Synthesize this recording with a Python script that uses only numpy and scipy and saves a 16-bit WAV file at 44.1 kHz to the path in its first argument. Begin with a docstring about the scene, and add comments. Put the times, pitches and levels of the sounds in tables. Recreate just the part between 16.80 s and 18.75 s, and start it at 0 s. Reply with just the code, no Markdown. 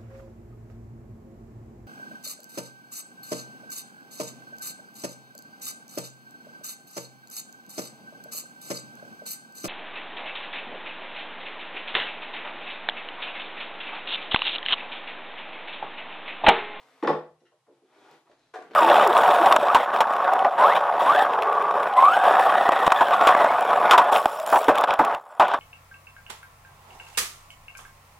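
"""Wooden folding toolbox on a bench

Trays slide on their arms and clatter to a stop, fingers tap and slide over a lid, the lid swings up
and knocks on its stop. Knocks are short pushes and chatters ringing the wood; sliding is grainy noise.
The bench hums low from a few slow resonances, the workshop echoes the box, and quiet air lies behind."""
import sys
import numpy as np
from scipy import signal
from scipy.fft import rfft, irfft, next_fast_len
from scipy.io import wavfile
from scipy.ndimage import uniform_filter1d

SR = 44100
rng = np.random.default_rng(int(sys.argv[2]) if len(sys.argv) > 2 else 0)


def to_linear_factor(level_db):
    """Convert decibel levels (scalar or array-like) to linear amplitude factors."""
    exponent = np.asarray(level_db, float) / 20
    return 10 ** exponent


def generate_wav(signal):
    """Clip the signal to [-1, 1] and save it as 16-bit WAV at the path in sys.argv[1]."""
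    frames = np.transpose(np.atleast_2d(signal))
    scaled = np.clip(frames, -1, 1) * 32767
    pcm = np.round(scaled).astype(np.int16)
    wavfile.write(sys.argv[1], SR, pcm)


N = 85995  # length in samples


def unit(x):
    """Scales a sound to an rms of 1."""
    return x / np.sqrt(np.mean(x ** 2) + 1e-20)


def along(points, hz):
    """Reads a curve of (Hz, value) points, with straight lines on a log frequency axis."""
    point_hz, value = np.transpose(points)
    return np.interp(np.log(hz + 1), np.log(point_hz + 1), value)


def filtered(x, response):
    """Multiplies the spectrum of x by a response, which is a function of frequency."""
    size = next_fast_len(N + SR // 2)
    hz = np.fft.rfftfreq(size, 1 / SR)
    return irfft(rfft(x, size) * response(hz), size)[..., :N]


def peak(f, hz, width_hz):
    """One resonance: it answers most strongly at hz and only after it is pushed."""
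    return 1j * f * width_hz / (hz * hz - f * f + 1j * f * width_hz)


def wood(table):
    """Wood rings as a sum of resonances with alternating signs."""
    def response(f):
        return sum((-1) ** k * to_linear_factor(db) * peak(f, hz, width_hz)
                   for k, (hz, width_hz, db) in enumerate(table))
    return response


def spread(pair, alike, gain=lambda hz: 1):
    """Mixes two unrelated signals into a left and a right of the given likeness."""
    def mid_side_gain(hz):
        turn = np.arccos(np.clip(along(alike, hz), -1, 1)) / 2
        return gain(hz) * np.array([np.cos(turn), np.sin(turn)])
    mid, side = filtered(pair, mid_side_gain)
    return np.array([mid + side, mid - side])


def burst(length_s):
    """A gritty chatter of energy 1 that rises quickly and dies away."""
    rise_share, grit_db = 0.27, 5  # rise time as a share of the length; scatter of the grains
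    u = np.arange(SR // 6) / (SR * length_s)
    noise, scatter = rng.standard_normal((2, len(u)))
    grains = noise * to_linear_factor(grit_db * scatter)
    x = grains * (1 - np.exp(-u / rise_share)) * np.exp(-2 * u)
    return x / np.linalg.norm(x)


def air():
    """The quiet workshop and the microphone's hiss: two noises, coloured and spread left and right."""
    # colour of the air: (pitch_hz, relative level_db)
    air_tone = [(15, -56), (45, -24.5), (70, -32.5), (130, 7), (200, -9), (320, -22), (800, -0.5),
                (1500, -10.5), (3000, -11.5), (6000, -15.5), (11500, -19.5), (12500, -36.5), (15500, -50.5)]
    # how alike left and right are: (pitch_hz, likeness from 0 to 1)
    air_alike = [(100, 1), (500, 0.7), (1500, 0.78), (4000, .1), (12000, .05)]
    noise = rng.standard_normal((2, N))
    return to_linear_factor(-75) * unit(spread(noise, air_alike, lambda hz: to_linear_factor(along(air_tone, hz))))


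def workshop(x):
    """A fresh echo of the room: a noise tail in which each frequency dies at its own speed."""
    # time to die away by 60 dB: (pitch_hz, decay_s)
    decay = [(100, 0.29), (300, 0.33), (1000, 0.33), (2500, 0.32), (6000, 0.35), (12000, 0.6)]
    # how alike left and right are: (pitch_hz, likeness from 0 to 1)
    room_alike = [(100, 1), (400, 0.96), (1000, 0.82), (2500, 0.18), (6000, 0), (12000, 0.4)]
    gap_s = .004  # silence before the echo
    hz, t, grid = signal.stft(rng.standard_normal((2, SR)), SR, nperseg=256)
    fading = to_linear_factor(-60 * t / along(decay, hz)[:, None])
    tail = signal.istft(grid * fading, SR, nperseg=256)[1]
    tail = tail / np.linalg.norm(tail[0])
    late = np.pad(x, (round(gap_s * SR), 0))[None]
    echo = signal.fftconvolve(late, tail, axes=1)[:, :N]
    return spread(echo, room_alike)


def bench():
    """Weight arrives on the heavy top, which swells slowly into its low notes."""
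    # weight arriving: (start_s, force_db)
    loads = [(0.252, 9.5), (0.29, 17), (0.498, -5.5), (1.305, -13), (1.77, -45), (1.878, -39)]
    # notes of the bench top: (pitch_hz, width_hz, level_db)
    notes = [(44.6, 13, -25), (84, 8, -12), (99.3, 4.7, -18), (156.2, 6.1, 9)]
    swell_hz = 25.7  # width of a second resonance on each note, for the slow build-up
    push = np.zeros(N)
    for start_s, force_db in loads:
        push[round(start_s * SR)] = to_linear_factor(force_db)

    def top(f):
        return sum(to_linear_factor(db) * peak(f, hz, width_hz) * peak(f, hz, swell_hz) for hz, width_hz, db in notes)
    return filtered(push, top)


def rub(curve, tone, grainy_db, fade_s):
    """Friction under a stroke: coloured noise of uneven grains, following a level curve, with echo."""
    point_s, db = np.transpose(curve)
    t = np.arange(N) / SR
    start, end = point_s[0], point_s[-1]
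    fade = np.interp(t, [start - fade_s, start, end, end + fade_s], [0, 1, 1, 0])
    level = to_linear_factor(np.interp(t, point_s, db)) * fade
    unevenness = unit(uniform_filter1d(rng.standard_normal(N), size=150))
    grains = rng.standard_normal(N) * to_linear_factor(grainy_db * unevenness)
    x = level * unit(filtered(grains, lambda f: to_linear_factor(along(tone, f))))
    return x + to_linear_factor(3) * workshop(x)


def sliding_trays():
    """The trays slide: friction noise at the start."""
    # loudness of the slide before echo: (time_s, level_db)
    curve = [(0.0, -57.5), (0.034, -64), (0.21, -66.5)]
    # its colour: (pitch_hz, relative level_db)
    tone = [(60, -43.5), (150, -44), (280, 0.5), (350, -12.5), (480, 2.5), (570, -2.5), (700, -1),
            (1100, -4), (1600, -6), (4000, -15.5), (14000, -32.5), (16000, -62.5)]
    return rub(curve, tone, grainy_db=2.5, fade_s=0.084)


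def hand_on_lid():
    """A hand strokes the lid: friction noise that comes and goes."""
    # loudness of the hand before echo: (time_s, level_db)
    curve = [(0.95, -73), (1.006, -83.5), (1.022, -90), (1.052, -74.5), (1.148, -62.5), (1.336, -57),
             (1.38, -65.5), (1.442, -91), (1.46, -68.5)]
    # its colour: (pitch_hz, relative level_db)
    tone = [(60, -54.5), (190, -27), (270, -7), (330, -4.5), (450, -6.5), (570, -11.5), (860, -6),
            (950, -10.5), (1300, -12.5), (2000, -20), (2500, -18), (2800, -25), (3200, -20.5), (6000, -31),
            (12000, -43), (16000, -59)]
    return rub(curve, tone, grainy_db=0, fade_s=0.065)


def hinge():
    """The lid's hinge rubs: friction noise of uneven grains."""
    # loudness of the hinge before echo: (time_s, level_db)
    curve = [(1.46, -86), (1.47, -97), (1.482, -78), (1.52, -68), (1.552, -78.5), (1.606, -69),
             (1.706, -77), (1.73, -82)]
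    # its colour: (pitch_hz, relative level_db)
    tone = [(100, -19.5), (300, -7.5), (700, -4.5), (1300, -10), (3300, -16), (4100, -10), (5000, -20),
            (6300, -20.5), (12000, -43), (16000, -66)]
    return rub(curve, tone, grainy_db=4, fade_s=0.025)


def lid_drag():
    """The lid drags on its stop: friction noise, mostly low."""
    # loudness of the drag before echo: (time_s, level_db)
    curve = [(1.77, -52.5), (1.896, -59.5), (1.914, -46.5), (1.928, -56), (1.95, -43)]
    # its colour: (pitch_hz, relative level_db)
    tone = [(71, -43), (120, -22), (389, 2), (652, -14), (765, -10.5), (1090, -19.5), (1500, -14.5),
            (3990, -28.5), (10200, -52.5), (14000, -53)]
    return rub(curve, tone, grainy_db=-5.5, fade_s=0.018)


def clicks():
    """Hard edges touch: short chatters filtered to be all treble."""
    # touches: (start_s, level_db before colouring, length_s)
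    touches = [(0.234, -48, 0.0057), (0.284, -53, 0.023), (0.305, -79, 0.0067), (1.313, -51.5, 0.0019),
               (1.741, -59, 0.011)]
    # colour of the clicks: (pitch_hz, gain_db)
    tone = [(2000, -40.5), (4000, 2), (9000, -8.5), (13800, -14), (15000, -10), (16000, -30.5)]
    out = np.zeros(N + SR)
    for start_s, db, length_s in touches:
        chatter = to_linear_factor(db) * np.sqrt(length_s * SR) * burst(length_s)
        out[round(start_s * SR):][:SR // 6] += chatter
    x = filtered(out[:N], lambda f: to_linear_factor(along(tone, f)))
    return x + to_linear_factor(-6.5) * workshop(x)


def blows(table, body, spread_share, push_share, order):
    """Each contact is partly a clean push, partly a chatter around its own pitch, ringing the body."""
    push_lag_s = 0.002019  # the push comes just after first touch
    level_s = .03  # a level means the rms the hit would have if squeezed into this time
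    out, size = np.zeros(N + SR), SR // 2
    share = np.clip(push_share, 0, 1)
    f = np.fft.rfftfreq(size, 1 / SR)
    ringing = wood(body)(f)
    for start_s, db, pitch_hz, length_s in table:
        push = np.exp(-2j * np.pi * f * push_lag_s) / (1 + 1j * f / pitch_hz)
        chatter = rfft(burst(length_s), size)
        force = np.sqrt(share) * push + np.sqrt(1 - share) * chatter
        # the contact favours its own pitch and softens the treble
        contact = peak(f, pitch_hz, spread_share * pitch_hz) ** order / (1 + 1j * f / (2 * pitch_hz))
        hit = irfft(force * ringing * contact, size)
        out[round(start_s * SR):][:size] += to_linear_factor(db) * np.sqrt(level_s * SR) * hit / np.linalg.norm(hit)
    return out[:N]


def knocks():
    """Trays, a loose part and the lid ring when struck; soft fingers wake a narrower band."""
    # trays landing: (start_s, level_db before echo, pitch_hz of contact, length_s of chatter)
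    tray_knocks = [(.2245, -27.5, 560, 0.0099), (.232, -37.5, 1500, 0.014), (.244, -26.5, 496, 0.013),
                   (.258, -48.5, 600, 0.012), (.2715, -38, 2973, .012), (.273, -24, 1000, 0.0054),
                   (.284, -27.5, 514.5, 0.0088), (.296, -29.5, 914, .006), (.315, -41, 998, 0.017),
                   (.335, -39.5, 843, 0.0055)]
    # fingers and small settling taps on the box: (start_s, level_db, pitch_hz, length_s), as above
    taps = [(.608, -65, 380, 0.017), (.713, -68, 843, .02), (.863, -66.5, 850, 0.0249),
            (.872, -61, 270, 0.029), (.893, -65, 291, 0.013), (.922, -75.5, 279, 0.03),
            (1.013, -64.5, 293, 0.019), (1.465, -66.5, 1090, 0.026), (1.485, -62.5, 515, 0.019),
            (1.51, -88, 600, 0.028), (1.606, -83, 3000, 0.0024)]
    # the loose small part shifting: (start_s, level_db, pitch_hz, length_s), as above
    jingles = [(.602, -80.5, 5800, 0.012), (.651, -73, 3520, 0.015), (.663, -71.5, 2515, 0.012)]
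    # lid against its stop: (start_s, level_db, pitch_hz, length_s), as above
    lid_knocks = [(1.736, -39.5, 1100, 0.033), (1.754, -52, 600, 0.0064), (1.784, -49, 450, 0.023),
                  (1.822, -57, 1600, 0.0069), (1.905, -57, 453, 0.0202), (1.935, -56.5, 760, 0.014)]
    # resonances of the trays: (pitch_hz, width_hz, relative level_db)
    trays = [(200.8, 13, -11), (269.6, 37, -4), (348.5, 38, -1.5), (393.7, 14, -2.5), (438.8, 20, -1),
             (497.9, 20, 2.5), (567, 35, -3.5), (615.4, 33, -6.5), (665, 31, -4.5), (751, 68, -5.5),
             (850, 41, -2), (955, 68, -8), (1100, 116, -8.5), (1375, 227, -14), (1710, 270, -14),
             (1906, 180, -11), (2300, 350, -18), (2750, 390, -18), (3130, 350, -19), (3576, 400, -19),
             (5170, 1400, -27), (11000, 17000, -59)]
    # resonances of the loose small part: (pitch_hz, width_hz, relative level_db)
    fitting = [(1414, 90, 6.5), (1970, 100, 2.5), (2770, 150, -4), (3160, 270, -8.5), (3880, 260, -7.5),
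               (5800, 280, -9)]
    # resonances of the lid: (pitch_hz, width_hz, relative level_db)
    lid = [(319.6, 23, 2), (436, 26, 9), (508, 34, 1.5), (600, 55, 2), (714, 36, 8.5), (760, 22, 4.5),
           (853, 32, -1.5), (1000, 52, -0.5), (1167, 77, -2), (1400, 80, -4.5), (1600, 120, -0.5),
           (1837, 79, -1), (2420, 250, -14), (2870, 400, -28.5), (5600, 9000, -9.5), (10700, 13000, -14.5)]
    rings = [blows(tray_knocks[:4], trays, spread_share=2.8, push_share=0.45, order=1),
             blows(tray_knocks[4:], trays, spread_share=1.5, push_share=0.55, order=1),
             blows(taps, trays, spread_share=1.5, push_share=0.12, order=2),
             blows(jingles, fitting, spread_share=1.2, push_share=0.11, order=1),
             blows(lid_knocks, lid, spread_share=1.5, push_share=0.31, order=1)]
    return sum(ring + to_linear_factor(2.5) * workshop(ring) for ring in rings)


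def scene():
    """The box stands a little to the left: louder there, and a fraction of a sample earlier."""
    # how much louder left is than right: (pitch_hz, level_db)
    left_bias = [(300, 0), (1000, 1), (3000, 1.7), (12000, 3)]
    rubbing = sliding_trays() + hand_on_lid() + hinge() + lid_drag()
    box = bench() + rubbing + clicks() + knocks()

    def to_the_left(hz):
        balance = to_linear_factor(along(left_bias, hz) / 2 * np.array([[1], [-1]]))
        lead_samples = np.array([[.8], [0]])
        return balance * np.exp(2j * np.pi * hz / SR * lead_samples)
    return air() + filtered(box, to_the_left)


def roll_off(x):
    """The treble ends steeply here."""
    return signal.sosfilt(signal.butter(12, 15710, fs=SR, output="sos"), x)


def record(dry):
    """Turns the mixed scene into the finished sound."""
    return roll_off(dry)


dry = scene()
out = record(dry)
generate_wav(out)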